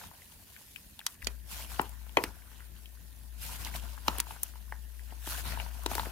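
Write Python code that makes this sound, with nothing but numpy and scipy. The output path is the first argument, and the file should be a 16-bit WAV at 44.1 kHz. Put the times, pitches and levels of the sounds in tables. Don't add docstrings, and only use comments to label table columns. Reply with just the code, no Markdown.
import sys
import numpy as np
from scipy import signal
from scipy.fft import rfft, irfft
from scipy.io import wavfile
from scipy.ndimage import uniform_filter1d

SR = 44100
rng = np.random.default_rng(int(sys.argv[2]) if len(sys.argv) > 2 else 0)


def invert_db(x):
    u = np.asarray(x, float) / 20
    return 10 ** u


def file_out(sig):
    cols = np.atleast_2d(sig).T
    lim = np.clip(cols, -1, 1)
    pcm = np.round(lim * 32767).astype(np.int16)
    wavfile.write(sys.argv[1], SR, pcm)


N = 269451


def evened(x):
    return x / np.sqrt(np.mean(x ** 2) + 1e-20)


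def peaked(x):
    return x / abs(x).max()


def read(points, hz):
    f, value = np.transpose(points)
    return np.interp(np.log(hz + 1), np.log(f + 1), value)


def add(mix, start_s, sound):
    part = mix[:, round(start_s * SR):][:, :sound.shape[1]]
    part += sound[:, :part.shape[1]]


def ring(x, hz, width_hz):
    quality = max(hz / width_hz, .3)
    return signal.lfilter(*signal.iirpeak(min(hz, 18000), quality, SR), x)


def band(x, lo_hz, hi_hz):
    return signal.lfilter(*signal.butter(2, [lo_hz, min(hi_hz, 20000)], "band", fs=SR), x)


def wander(per_s):
    knots = rng.standard_normal(int(per_s * N / SR) + 2)
    joined = np.interp(np.arange(N) * per_s / SR, np.arange(len(knots)), knots)
    return joined * np.sqrt(1.5)


def grains(spectrum, per_s, spread_db, patchy_db):
    # pitch_hz, likeness (0 to 1)
    coherence = [(60, 0.84), (180, 0.63), (550, 0.03), (1650, 0.12), (4970, 0.027), (15000, 0.49)]
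    happens = rng.random((2, N)) < per_s / SR
    size = invert_db(spread_db * np.minimum(rng.exponential(1, (2, N)), 5)) * happens
    hz, t, (a, b) = signal.stft(size * rng.standard_normal((2, N)), SR, nperseg=1024, noverlap=768)

    patches = rng.standard_normal(a.shape[::-1]).T
    patches = evened(uniform_filter1d(uniform_filter1d(patches, 14, 0), 6, 1))
    same = np.clip(read(coherence, hz), -1, 1)[:, None]
    ports = np.array([a, same * a + np.sqrt(1 - same ** 2) * b])
    ports *= invert_db(read(spectrum, hz)[:, None] + patchy_db * patches)
    both = signal.istft(ports, SR, nperseg=1024, noverlap=768)[1][:, :N]
    return both / np.sqrt(np.mean(both.mean(0) ** 2))


def gripping():
    # start_s, hold_s, peeling_db, kneading_db
    grips = [(0.001, 0.061, -56, -56.5), (1.088, 0.037, -54, -68), (1.24, 0.071, -60, -62.5),
             (1.52, 0.13, -45, -53), (1.7, 0.14, -50, -52.5), (1.805, 0.043, -73, -68),
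             (2.18, 0.1, -53, -51.5), (2.54, .06, -73, -63.5), (3.437, .12, -43.5, -51.5),
             (3.601, 0.081, -47, -48.5), (3.752, 0.0088, -45.5, -45), (4.075, 0.12, -51, -51),
             (4.279, 0.061, -53.5, -55.5), (4.44, 0.052, -56, -69), (5.11, 0.022, -79, -59),
             (5.279, .13, -41.5, -49), (5.461, 0.083, -47, -44), (5.592, 0.018, -53, -47),
             (5.914, 0.16, -44, -47.5)]
    # time_s, peeling_db
    stretch = [
        (0, -62),
        (0.7, -58),
        (1.2, -65.5),
        (2.0, -62.5),
        (2.8, -62.5),
        (3.2, -64),
        (4.8, -62),
        (6.11, -58),
    ]
    rise_db_per_s, sag_db_per_s, let_go_db_per_s = 336, 36, 239
    creep_db, creep_db_per_s = -11, 23
    lean_db, lean_db_per_s = -7.5, 47
    rest_squelch_db, rest_push_db = -70.5, -66

    t = np.arange(0, N / SR, .002)
    start, hold, peel_db, knead_db = np.transpose(grips)[:, :, None]
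    early = np.maximum(start - t, 0)
    held = np.clip(t - start, 0, hold)
    late = np.maximum(t - start - hold, 0)
    release_db = np.maximum(-let_go_db_per_s * late, creep_db - creep_db_per_s * late)
    grip_db = release_db - rise_db_per_s * early

    squelch_db = knead_db + grip_db
    fizz_db = peel_db + grip_db - sag_db_per_s * held
    push_db = knead_db + grip_db + lean_db - lean_db_per_s * (hold - held)
    layers = [(squelch_db, rest_squelch_db),
              (fizz_db, np.interp(t, *np.transpose(stretch))),
              (push_db, rest_push_db)]
    gains = []
    for each_db, rest_db in layers:
        energy = (invert_db(each_db) ** 2).sum(0) + invert_db(rest_db) ** 2
        gains.append(np.interp(np.arange(N) / SR, t, np.sqrt(energy)))
    return gains


def bubbles(per_s):
    bubble_hz = [688, 902, 1042, 1550, 2900]
    happens = rng.random((5, N)) < per_s / SR
    size = invert_db(4.0 * np.minimum(rng.exponential(1, (5, N)), 4)) * happens
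    blips = 0
    for train, hz in zip(size, bubble_hz):
        width_hz = 0.26 * hz
        blips = blips + ring(ring(train, hz, width_hz), hz, width_hz) / np.sqrt(hz)
    return evened(blips) * np.ones((2, 1))


def hands():
    # pitch_hz, density_db (per Hz)
    squelch_colour = [(180, -3), (300, -27), (437, -8), (676, -3.5), (951, -0.5), (1200, -5), (1500, 2),
                      (1670, -3.5), (2620, -8.5), (5000, -10.5), (6500, -16), (11000, -120)]
    # pitch_hz, density_db (per Hz)
    fizz_colour = [(1470, -12), (2500, -1.5), (4300, -2.5), (5200, -3), (7070, -2.5), (8010, -3.5),
                   (10500, -0.5), (14800, -2), (15900, -13), (16400, -88)]
    # pitch_hz, density_db (per Hz)
    push_colour = [(18, -27), (30, -3.5), (58, 7.5), (97, -2), (146, -18), (182, -2), (253, -11),
                   (455, -20.5), (600, -20.5), (780, -45), (1320, -120)]
    # pitch_hz, density_db (per Hz)
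    air_colour = [(180, -31), (300, 5), (530, 2.5), (1050, -21), (1830, 16), (2830, -35), (7980, 0),
                  (11200, 9), (14600, 6.5), (15600, 7.5), (16400, -64)]

    kneading, peeling, leaning = gripping()
    clumps_db = 2.0 * np.tanh(wander(per_s=42))
    kneading = kneading * invert_db(clumps_db)
    peeling = peeling * invert_db(0.71 * clumps_db)

    squelch = grains(squelch_colour, 7000, spread_db=2.6, patchy_db=3.6)
    fizz = grains(fizz_colour, 10000, spread_db=2.6, patchy_db=1.9)
    push = grains(push_colour, 8000, spread_db=1.5, patchy_db=2.0)
    air = invert_db(-66) * grains(air_colour, 40000, spread_db=-1.0, patchy_db=3.0)

    left = invert_db([[1.3], [-1.3]])
    moving = left * (kneading * invert_db(-2.44) * squelch + leaning * invert_db(6.5) * push) + peeling * fizz
    return moving + air + left * kneading * invert_db(-4.5) * bubbles(per_s=70)


def pockets():
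    # start_s, hollow_db, pocket_db, pitch_hz, pan_db (left over right)
    bursts = [(0.992, -44.5, -34, 3400, 6), (1.066, -41, -11, 3930, 1.5), (1.271, -57, -12.5, 2830, -5.5),
              (1.7955, -14.5, -24.5, 1550, 6), (1.816, -38, -40, 2370, -4), (2.1715, -7, -9.5, 2800, 7),
              (2.177, -35, -38, 2280, 6), (2.239, -32, -15, 2540, 1.4), (3.741, -51, -35, 2200, 4),
              (4.082, -13, -16, 3160, 6), (4.0814, -18, -19.5, 4870, -1.5), (4.185, -35, -35, 3340, 2.2),
              (4.196, -50, -27, 2250, 2.5), (4.202, -39, -10, 6500, 1.2), (4.723, -30, -30, 1700, 1.5),
              (5.274, -33, -41, 2560, 3), (5.455, -35, -52, 1900, 8), (5.574, -29, -48, 1830, 5),
              (5.6, -34, -32.5, 2700, 13), (5.862, -23, -17, 3760, 5.5), (5.915, -25, -49, 2390, 3.8),
              (5.934, -30, -57, 1550, 7), (5.953, -31, -20.5, 4200, 1), (5.996, -21.5, -30, 3450, 4)]
    # start_s, level_db, pitch_hz, pan_db (left over right)
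    blips = [(0.22, -46, 1860, 2), (0.319, -47, 3020, 9), (0.564, -41, 1900, 9), (0.761, -32, 2450, 10.5),
             (1.004, -39, 2680, 3), (1.014, -40.5, 1690, 0.5), (1.153, -50, 2040, 4),
             (1.221, -36, 2550, 2.5), (1.226, -35, 2000, 5), (1.246, -32.5, 4830, 14),
             (1.615, -42, 2380, 1), (2.094, -44.5, 2800, 13), (2.421, -47, 1720, 3.5),
             (2.605, -40.5, 1660, 3.5), (2.765, -51, 3060, 3), (2.857, -38.5, 2900, 6),
             (2.972, -53, 1530, 2.2), (3.649, -25, 4470, -5), (3.673, -34.5, 2220, -3),
             (3.759, -26.5, 2880, 4), (4.994, -45, 1850, 4), (5.522, -32, 2110, 9)]
    # start_s, level_db, pan_db (left over right)
    gulps = [(0.037, -38, 3), (0.114, -42.5, 8), (1.717, -38, 0), (1.793, -25, -2), (2.067, -48, 14),
             (2.095, -51, 10), (2.187, -27, -3), (2.215, -49, 5.3), (2.517, -50, 2), (3.978, -36.5, 7),
             (4.101, -40, 6), (4.153, -35, 3.5), (4.269, -37.5, 5.5), (4.308, -32, 4.5),
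             (4.363, -41.5, 3.5), (4.537, -46, 3), (4.557, -45.5, 2.5), (5.124, -48.5, 17), (5.663, -39, 9),
             (5.893, -48, 2.3), (5.981, -21, 4), (6.033, -33, 4), (6.058, -32.5, 2.2), (6.067, -46, 6)]
    # start_s, level_db, pan_db (left over right)
    snaps = [(0.071, -39, -8), (0.992, -35, 2), (1.814, -28, 8), (1.817, -26, -7), (1.894, -34, 7),
             (2.239, -15.5, -5), (3.764, -26, 10), (4.082, -18.5, 1), (4.184, -18, 3.5), (4.202, -13, 5),
             (4.433, -12, 5), (5.274, -40, 2.2), (5.455, -37, 9), (5.793, -40, 17), (5.836, -32, -3),
             (5.916, -27, 2), (5.953, -20, 5)]

    rows = []
    for s, hollow_db, pocket_db, hz, pan_db in bursts:
        snap_db = pocket_db - 13.5 + 11 * np.log2(hz / 3000)
        rows.append((s, hollow_db, pocket_db, hz, snap_db, pan_db))
    for s, pocket_db, hz, pan_db in blips:
        rows.append((s, pocket_db - 32, pocket_db, hz, pocket_db - 6, pan_db))
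    for s, hollow_db, pan_db in gulps:
        rows.append((s, hollow_db, hollow_db - 36.5, 1900, hollow_db - 24, pan_db))
    for s, snap_db, pan_db in snaps:
        rows.append((s, snap_db - 23.5, snap_db - 33.5, 3100, snap_db, pan_db))
    return rows


def tearing(chance, rise_s, fall_s):
    t = np.arange(chance.shape[-1]) / SR - .004
    tear = np.exp(-np.abs(t) / np.where(t < 0, rise_s, fall_s))
    return tear * chance - 8 * (tear == tear.max())


def pop(row, chance):
    # pitch_hz, width_hz, level_db
    gap_modes = [(931, 108, 15.5), (1160, 980, 4), (560, 1350, -8.5)]
    s, hollow_db, pocket_db, hz, snap_db, pan_db = row
    side = np.array([[1], [-1]]) / 2
    ticks = tearing(0.45 * chance[0] ** 3, 0.0008, .002)
    sparks = chance[1] + 2.15 * side * chance[3]
    fine = tearing(1.5 * sparks * (0.17 + chance[2] ** 2), .001, 0.0015)

    shape = 1 + 0.04 * np.tanh(chance[0, 0]) - .03
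    gaping = 1 + np.clip((hollow_db + 30) / 25, 0, 1)
    hollow = sum(invert_db(db) * ring(ticks, f * shape, width * gaping) for f, width, db in gap_modes)

    loudness = np.clip((pocket_db + 37.0) / 26, 0, 1)
    shallowness = np.clip((pocket_db - hollow_db + 4) / 11, .1, 1)
    torn = loudness * shallowness
    width_hz = hz * (0.4 + 1.97 * torn ** 2)
    pocket = ring(ring(ticks + torn * fine, hz, width_hz), hz, width_hz)

    sound = invert_db(hollow_db) * peaked(band(hollow, 350, 2340)) - invert_db(pocket_db) * peaked(pocket)
    sound += invert_db(snap_db) * peaked(band(fine, 8200, 15540))
    f = np.fft.rfftfreq(len(ticks), 1 / SR)
    lead_s = .00005 * np.clip(pan_db, -5, 5) / (1 + (f / 2500) ** 2)
    placed = irfft(rfft(sound) * np.exp(2j * np.pi * f * lead_s * side))
    return s - .0039, invert_db(0.25 + pan_db * side) * placed


def room(x):
    # pitch_hz, t60_s
    decay = [(200, 0.21), (900, 0.21), (3000, 0.051), (12000, 0.011)]
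    # pitch_hz, level_db
    answer = [(200, -10), (900, -10), (3000, -11.5), (12000, -3)]
    taps = np.zeros((2, SR // 2))
    at = np.arange(120, SR // 2 - 20, 20) + rng.integers(0, 20, (2, (SR // 2 - 121) // 20))
    np.put_along_axis(taps, at, rng.choice([-1., 1.], at.shape), 1)
    hz, t, z = signal.stft(taps + 0.93 * taps[::-1], SR, nperseg=256)
    t60 = read(decay, hz)[:, None]
    z *= invert_db(read(answer, hz)[:, None] - 60 * t / t60) / np.sqrt(250 * t60)
    reflections = signal.istft(z, SR, nperseg=256)[1]
    return signal.fftconvolve(x, reflections, axes=1)[:, :N]


def compressor():
    # time_s, level_db
    hum = [(1.24, -44), (1.27, -47), (1.51, -50), (2.03, -44), (2.24, -57), (2.28, -47.5), (2.35, -52.5),
           (2.99, -50), (3.75, -43.5), (3.78, -40.5), (4.03, -46.5), (4.13, -42), (4.32, -50.5),
           (5.21, -43.5), (5.25, -46), (5.5, -42), (6.07, -41.5), (6.11, -46)]
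    s, hum_db = np.transpose(hum)
    t = np.arange(N) / SR
    phase = 2 * np.pi * 58.45 * t
    started = np.clip((t - 1.215) / 0.03, 0, 1)
    wavering_db = np.interp(t, s, hum_db) + 1.2 * wander(per_s=14)
    strength = np.sqrt(2) * invert_db(wavering_db) * started
    return strength * np.array([invert_db(5.0) * np.sin(phase), invert_db(-9.5) * np.sin(phase + 0.65)])


def slap(row, chance):
    s, db, hz = row
    drop, drop_s = 2.43, 0.0017
    rise_s, fall_s = 0.0012, 0.0039
    t = np.arange(len(chance)) / SR
    jitter = 1 + 1.97 * uniform_filter1d(chance, size=60)
    turns = np.cumsum(hz * (0.72 + drop * np.exp(-t / drop_s)) * jitter) / SR
    push = (1 - np.exp(-t / rise_s)) * np.exp(-t / fall_s) * np.sin(2 * np.pi * turns)
    ports = np.array([push, np.roll(push, shift=9)])
    return s - .001, invert_db(db + np.array([[.6], [-.6]])) * peaked(ports)


def scene():
    # start_s, level_db, pitch_hz
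    slaps = [(1.27, -34.5, 362), (1.796, -25.5, 323), (2.172, -16.5, 376), (2.178, -29, 340),
             (2.187, -26.5, 402), (2.239, -28.5, 320), (4.085, -26.5, 300), (4.185, -39.5, 448),
             (5.124, -46.5, 380), (5.274, -36.5, 305), (5.458, -46, 370.0), (5.524, -46, 247),
             (5.861, -27, 336), (5.955, -35, 443), (5.98, -38, 398), (1.798, -30.5, 177), (5.917, -34, 322),
             (6.068, -35, 327)]
    bursts, rows = np.zeros((2, N)), pockets()
    for row, chance in zip(rows, rng.standard_normal((len(rows), 4, 2048))):
        add(bursts, *pop(row, chance))
    for row, chance in zip(slaps, rng.standard_normal((len(slaps), 2048))):
        add(bursts, *slap(row, chance))
    return bursts + room(bursts) + hands() + compressor()


def low_pass(x):
    return signal.sosfilt(signal.butter(12, 16640, fs=SR, output="sos"), x)


def record(dry):
    x = signal.sosfilt(signal.butter(4, 37, "high", fs=SR, output="sos"), dry)
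    limit = .5
    x = limit * np.tanh(x / limit)
    lowpass = signal.firwin(511, 16350, window=("kaiser", 9), fs=SR)
    x = signal.oaconvolve(x, lowpass[None], "same")
    return low_pass(x)


dry = scene()
out = record(dry)
file_out(out)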